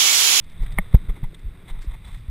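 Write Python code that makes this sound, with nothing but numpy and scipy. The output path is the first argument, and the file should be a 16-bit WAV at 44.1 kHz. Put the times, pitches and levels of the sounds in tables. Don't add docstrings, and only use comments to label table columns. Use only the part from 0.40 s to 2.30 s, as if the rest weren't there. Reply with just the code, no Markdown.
import sys
import numpy as np
from scipy import signal
from scipy.fft import rfft, irfft
from scipy.io import wavfile

SR = 44100
rng = np.random.default_rng(int(sys.argv[2]) if len(sys.argv) > 2 else 0)


def output_pcm(signal):
    pcm = np.clip(np.atleast_2d(signal).T, -1, 1) * 32767
    wavfile.write(sys.argv[1], SR, np.round(pcm).astype(np.int16))


N = 83790

# (time [s], relative level [dB])
ROLL_LEVEL = [(0.0, -62.5), (0.13, -56), (0.282, -52), (0.392, -53), (0.622, -56), (0.962, -62.5),
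              (1.234, -60), (1.534, -55.5), (1.712, -64), (1.88, -58.5)]
# (frequency [Hz], relative density [dB])
ROLL_SPECTRUM = [(100, -1.5), (400, 3), (750, -0.5), (1100, 2), (1600, -3), (2080, 5), (2900, -15),
                 (3550, 3.5), (3900, -2), (4400, -32), (6000, -28), (9000, -20.5), (15000, -50)]
# (peak time [s], level [dB], half-width [s])
SCUFFS = [(.232, -52, 0.012), (.382, -31, 0.00059), (.5298, -44, 0.0024), (.546, -34, 0.0042),
          (.554, -37, 0.0027), (.699, -41.5, 0.0066), (.768, -51.5, 0.012), (.843, -44.5, 0.0073),
          (1.297, -47.5, .015), (1.352, -53.5, 0.023), (1.391, -48.5, 0.0026), (1.52, -54.5, 0.019),
          (1.547, -45, 0.0058), (1.679, -52, 0.028), (1.747, -53.5, 0.014)]
# (frequency [Hz], relative density [dB])
SCUFF_SPECTRUM = [(150, 2), (420, -3), (600, -4), (950, 4), (1250, -1), (1600, -12), (2050, 2.5),
                  (2900, -18.5), (3550, -4.5), (4000, -14), (4500, -27.5), (7000, -28), (15000, -46)]
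def tyres():
    rolling = amp(0.5) * grit(ROLL_SPECTRUM) * level(ROLL_LEVEL)
    scuffing = grit(SCUFF_SPECTRUM) * swells(SCUFFS)
    return rolling + scuffing


# (onset [s], level [dB], frequency [Hz], t60 [s])
BUMPS = [(.217, -25, 116, 0.11), (.234, -23.5, 344, 0.013), (.329, -28, 113, .06),
         (.386, -11.5, 181, 0.051), (0.5372, -6, 74.5, 0.019), (0.544, -4.5, 150, 0.035),
         (0.546, -27.5, 405, 0.046), (.545, -25, 822, 0.036), (.689, -27.5, 159, 0.084),
         (.693, -32, 430, 0.033), (.776, -34.5, 331, 0.023), (0.831, -13.5, 130.7, 0.042),
         (.931, -26.5, 370, 0.013), (1.045, -23, 73, 0.16), (1.444, -28, 313, 0.017),
         (1.769, -30.5, 117.7, 0.13)]
def wheel_bumps():
    return sum(ring(*row, rise=0.0027) for row in BUMPS)


# (onset [s], peak level [dB], duration [s], evenness [1 = even, less = sharper push])
JOLTS = [(.202, -12.5, 0.054, 0.88), (0.373, -15, 0.058, 0.65), (0.5443, 1, 0.032, 0.495),
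         (0.686, -13.5, 0.048, .7), (.829, -21, 0.084, 0.59), (1.059, -21, 0.038, 0.9),
         (1.308, -21, 0.071, 0.77), (1.368, -25.5, 0.063, 0.84), (1.472, -17.5, 0.0382, 0.85),
         (1.521, -27, 0.049, 0.75), (1.646, -31, 0.033, 1), (1.736, -34, 0.048, 0.91),
         (1.885, -19.5, 0.034, 0.69)]
def jolt(start, db, length, evenness):
    cycles, punch, smoothing_s = 1.5, 0.917, 0.0048
    progress = np.clip((clock() - start) / length, 1e-6, 1)
    swing = progress ** evenness
    early_emphasis = progress ** (punch * (evenness - 1))
    push = np.sin(np.pi * swing) * np.sin(2 * np.pi * cycles * swing) * early_emphasis
    push = signal.oaconvolve(push, signal.windows.hann(round(smoothing_s * SR)), "same")
    return amp(db) * push / (abs(push).max() + 1e-12)


# (onset [s], gain [dB])
CLACKS = [(0.3851, 4), (0.5521, -18.5)]
# (frequency [Hz], relative level [dB], t60 [s])
MOUNT_MODES = [(398, -27, 0.02), (616, -20.5, 0.028), (820, -16.5, 0.016), (1148, -19.5, 0.016),
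               (1460, -26.5, 0.013), (1866, -18.5, 0.025), (2142, -6, 0.014), (2324, -23, 0.013),
               (3300, -29, 0.01)]
# (frequency [Hz], relative density [dB])
CRACK_SPECTRUM = [(150, 7.5), (700, 13), (1300, 1), (1600, 15.5), (2250, -2), (2700, -2), (3700, -8),
                  (5000, -30), (15000, -27)]
def mount_clack(start, db):
    crack_db, crack_rise_s, crack_t60_s = -20.5, 0.00067, 0.014
    t = clock() - start
    envelope = np.clip(t / crack_rise_s, 0, 1) * np.exp(-np.log(1000) * abs(t) / crack_t60_s)
    crack = amp(crack_db) * noise(CRACK_SPECTRUM) * envelope
    modes = sum((-1) ** k * ring(start, mode_db, hz, t60, rise=0.0017)
                for k, (hz, mode_db, t60) in enumerate(MOUNT_MODES))
    return amp(db) * (crack + modes)


# (peak time [s], level [dB], half-width [s])
RATTLES = [(.2665, -44, .003), (.948, -46, 0.0039), (1.2825, -47, 0.0016), (1.298, -46, 0.011),
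           (1.515, -50, 0.0044), (1.548, -64, 0.0062), (1.6515, -47, 0.0036), (1.71, -55.5, 0.055),
           (1.7468, -45, .002)]
# (frequency [Hz], relative density [dB])
FRAME_SPECTRUM = [(300, -20), (1500, 3), (2100, 10.5), (2800, -5), (3550, 10.5), (3900, 7), (4500, -17),
                  (6200, -17.5), (8300, -9), (15000, -41)]
# (peak time [s], level [dB], half-width [s])
TICKS = [(.044, -59.5, .003), (.101, -54.5, 0.0024), (.124, -58, 0.0032), (.236, -56.5, 0.012),
         (.324, -54, 0.0038), (.947, -58, 0.0021), (.995, -57, 0.0021), (1.423, -50.5, .006),
         (1.44, -57, 0.015), (1.651, -72, 0.0013), (1.675, -59, 0.012), (1.755, -64, 0.037)]
# (frequency [Hz], relative density [dB])
TICK_SPECTRUM = [(300, -44), (1500, 12), (3700, 6.5), (5000, 6.5), (6200, -2), (8300, 5), (10000, -28),
                 (15000, -25)]
def rattles():
    return grit(FRAME_SPECTRUM) * swells(RATTLES) + grit(TICK_SPECTRUM) * swells(TICKS)


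# (time [s], level [dB])
PLANK_LEVEL = [(0, -71), (.55, -59), (.68, -50.5), (.85, -57), (1.05, -56), (1.24, -53.5), (1.45, -66),
               (1.65, -79), (1.9, -81)]
# (frequency [Hz], relative density [dB])
PLANK_SPECTRUM = [(60, -10), (180, 3), (280, -1), (390, -1.5), (520, -11), (900, -18.5), (1500, -13),
                  (5000, -58)]
def planks():
    return noise(PLANK_SPECTRUM) * level(PLANK_LEVEL)


# (time [s], level [dB])
WIND_LEVEL = [(0, -42.5), (.17, -36.5), (.3, -31), (.47, -39.5), (.62, -34), (.78, -35.5), (.98, -41),
              (1.2, -40.5), (1.35, -36.5), (1.6, -40.5), (1.76, -35), (1.87, -39)]
# (frequency [Hz], relative density [dB])
WIND_SPECTRUM = [(8, -31.5), (26, 8), (45, -10), (70, -11.5), (110, -13), (180, -16.5), (260, -36.5),
                 (500, -66), (1500, -84)]
# (frequency [Hz], relative density [dB])
AIR_SPECTRUM = [(100, 9), (330, 3), (600, -22), (1000, -28), (2400, -4), (3800, -19), (4600, -16.5),
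                (6000, -26.5), (9000, -23), (15000, -43.5)]
def wind():
    return noise(WIND_SPECTRUM) * level(WIND_LEVEL) + amp(-58) * noise(AIR_SPECTRUM)


def amp(db):
    return 10 ** (np.asarray(db) / 20)


def unit(x):
    return x / np.sqrt(np.mean(x ** 2) + 1e-20)


def clock():
    return np.arange(N) / SR


def level(points):
    return amp(np.interp(clock(), *np.transpose(points)))


def colour(x, points):
    hz, db = np.transpose(points)
    log_hz = np.log(np.fft.rfftfreq(N, 1 / SR) + 1)
    return irfft(rfft(x) * amp(np.interp(log_hz, np.log(hz), db)), N)


def noise(spectrum):
    return unit(colour(rng.standard_normal(N), spectrum))


def grit(spectrum):
    clicks_per_s, spread_db, click_share = 1400, 1.5, 0.76
    size = amp(spread_db * np.minimum(rng.exponential(1, N), 4))
    clicks = size * rng.choice([-1, 1], N) * (rng.random(N) < clicks_per_s / SR)
    hiss = np.sqrt(1 - click_share) * rng.standard_normal(N)
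    return unit(colour(np.sqrt(click_share) * unit(clicks) + hiss, spectrum))


def swells(rows):
    return np.sqrt(sum(amp(db) ** 2 * np.exp(-((clock() - peak) / half) ** 2) for peak, db, half in rows))


def ring(start, db, hz, t60, rise):
    t = np.maximum(clock() - start, 0)
    envelope = (1 - np.exp(-t / rise)) * np.exp(-np.log(1000) * t / t60)
    return amp(db) * envelope * np.sin(2 * np.pi * hz * t)


def scene():
    thumps = sum(jolt(*row) for row in JOLTS) + wheel_bumps()
    mono = tyres() + planks() + rattles() + wind() + thumps
    mono += sum(mount_clack(*row) for row in CLACKS)
    return np.array([mono * amp(0.05), mono])


# (frequency [Hz], gain [dB])
MIRROR_GAIN = [(8200, 4), (9800, 2), (12000, 1), (14200, 0.5), (15500, -4)]
def mirror(x):
    hold_hz, low_range_hz = 12000, 4100
    low = signal.oaconvolve(x, signal.firwin(201, low_range_hz, fs=SR), "same")
    slope = np.gradient(low) * SR / (2 * np.pi * hold_hz) * signal.windows.tukey(N, 0.01)
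    sidebands = 2 * slope * np.sin(2 * np.pi * hold_hz * clock())
    return colour(sidebands, MIRROR_GAIN)


def record(dry):
    limited = np.clip(dry + mirror(dry.mean(0)), -1, 1)
    low_pass = signal.firwin(511, cutoff=15450, window=("kaiser", 9), fs=SR)
    return signal.oaconvolve(limited, low_pass[None], "same")


dry = scene()
out = record(dry)
output_pcm(out)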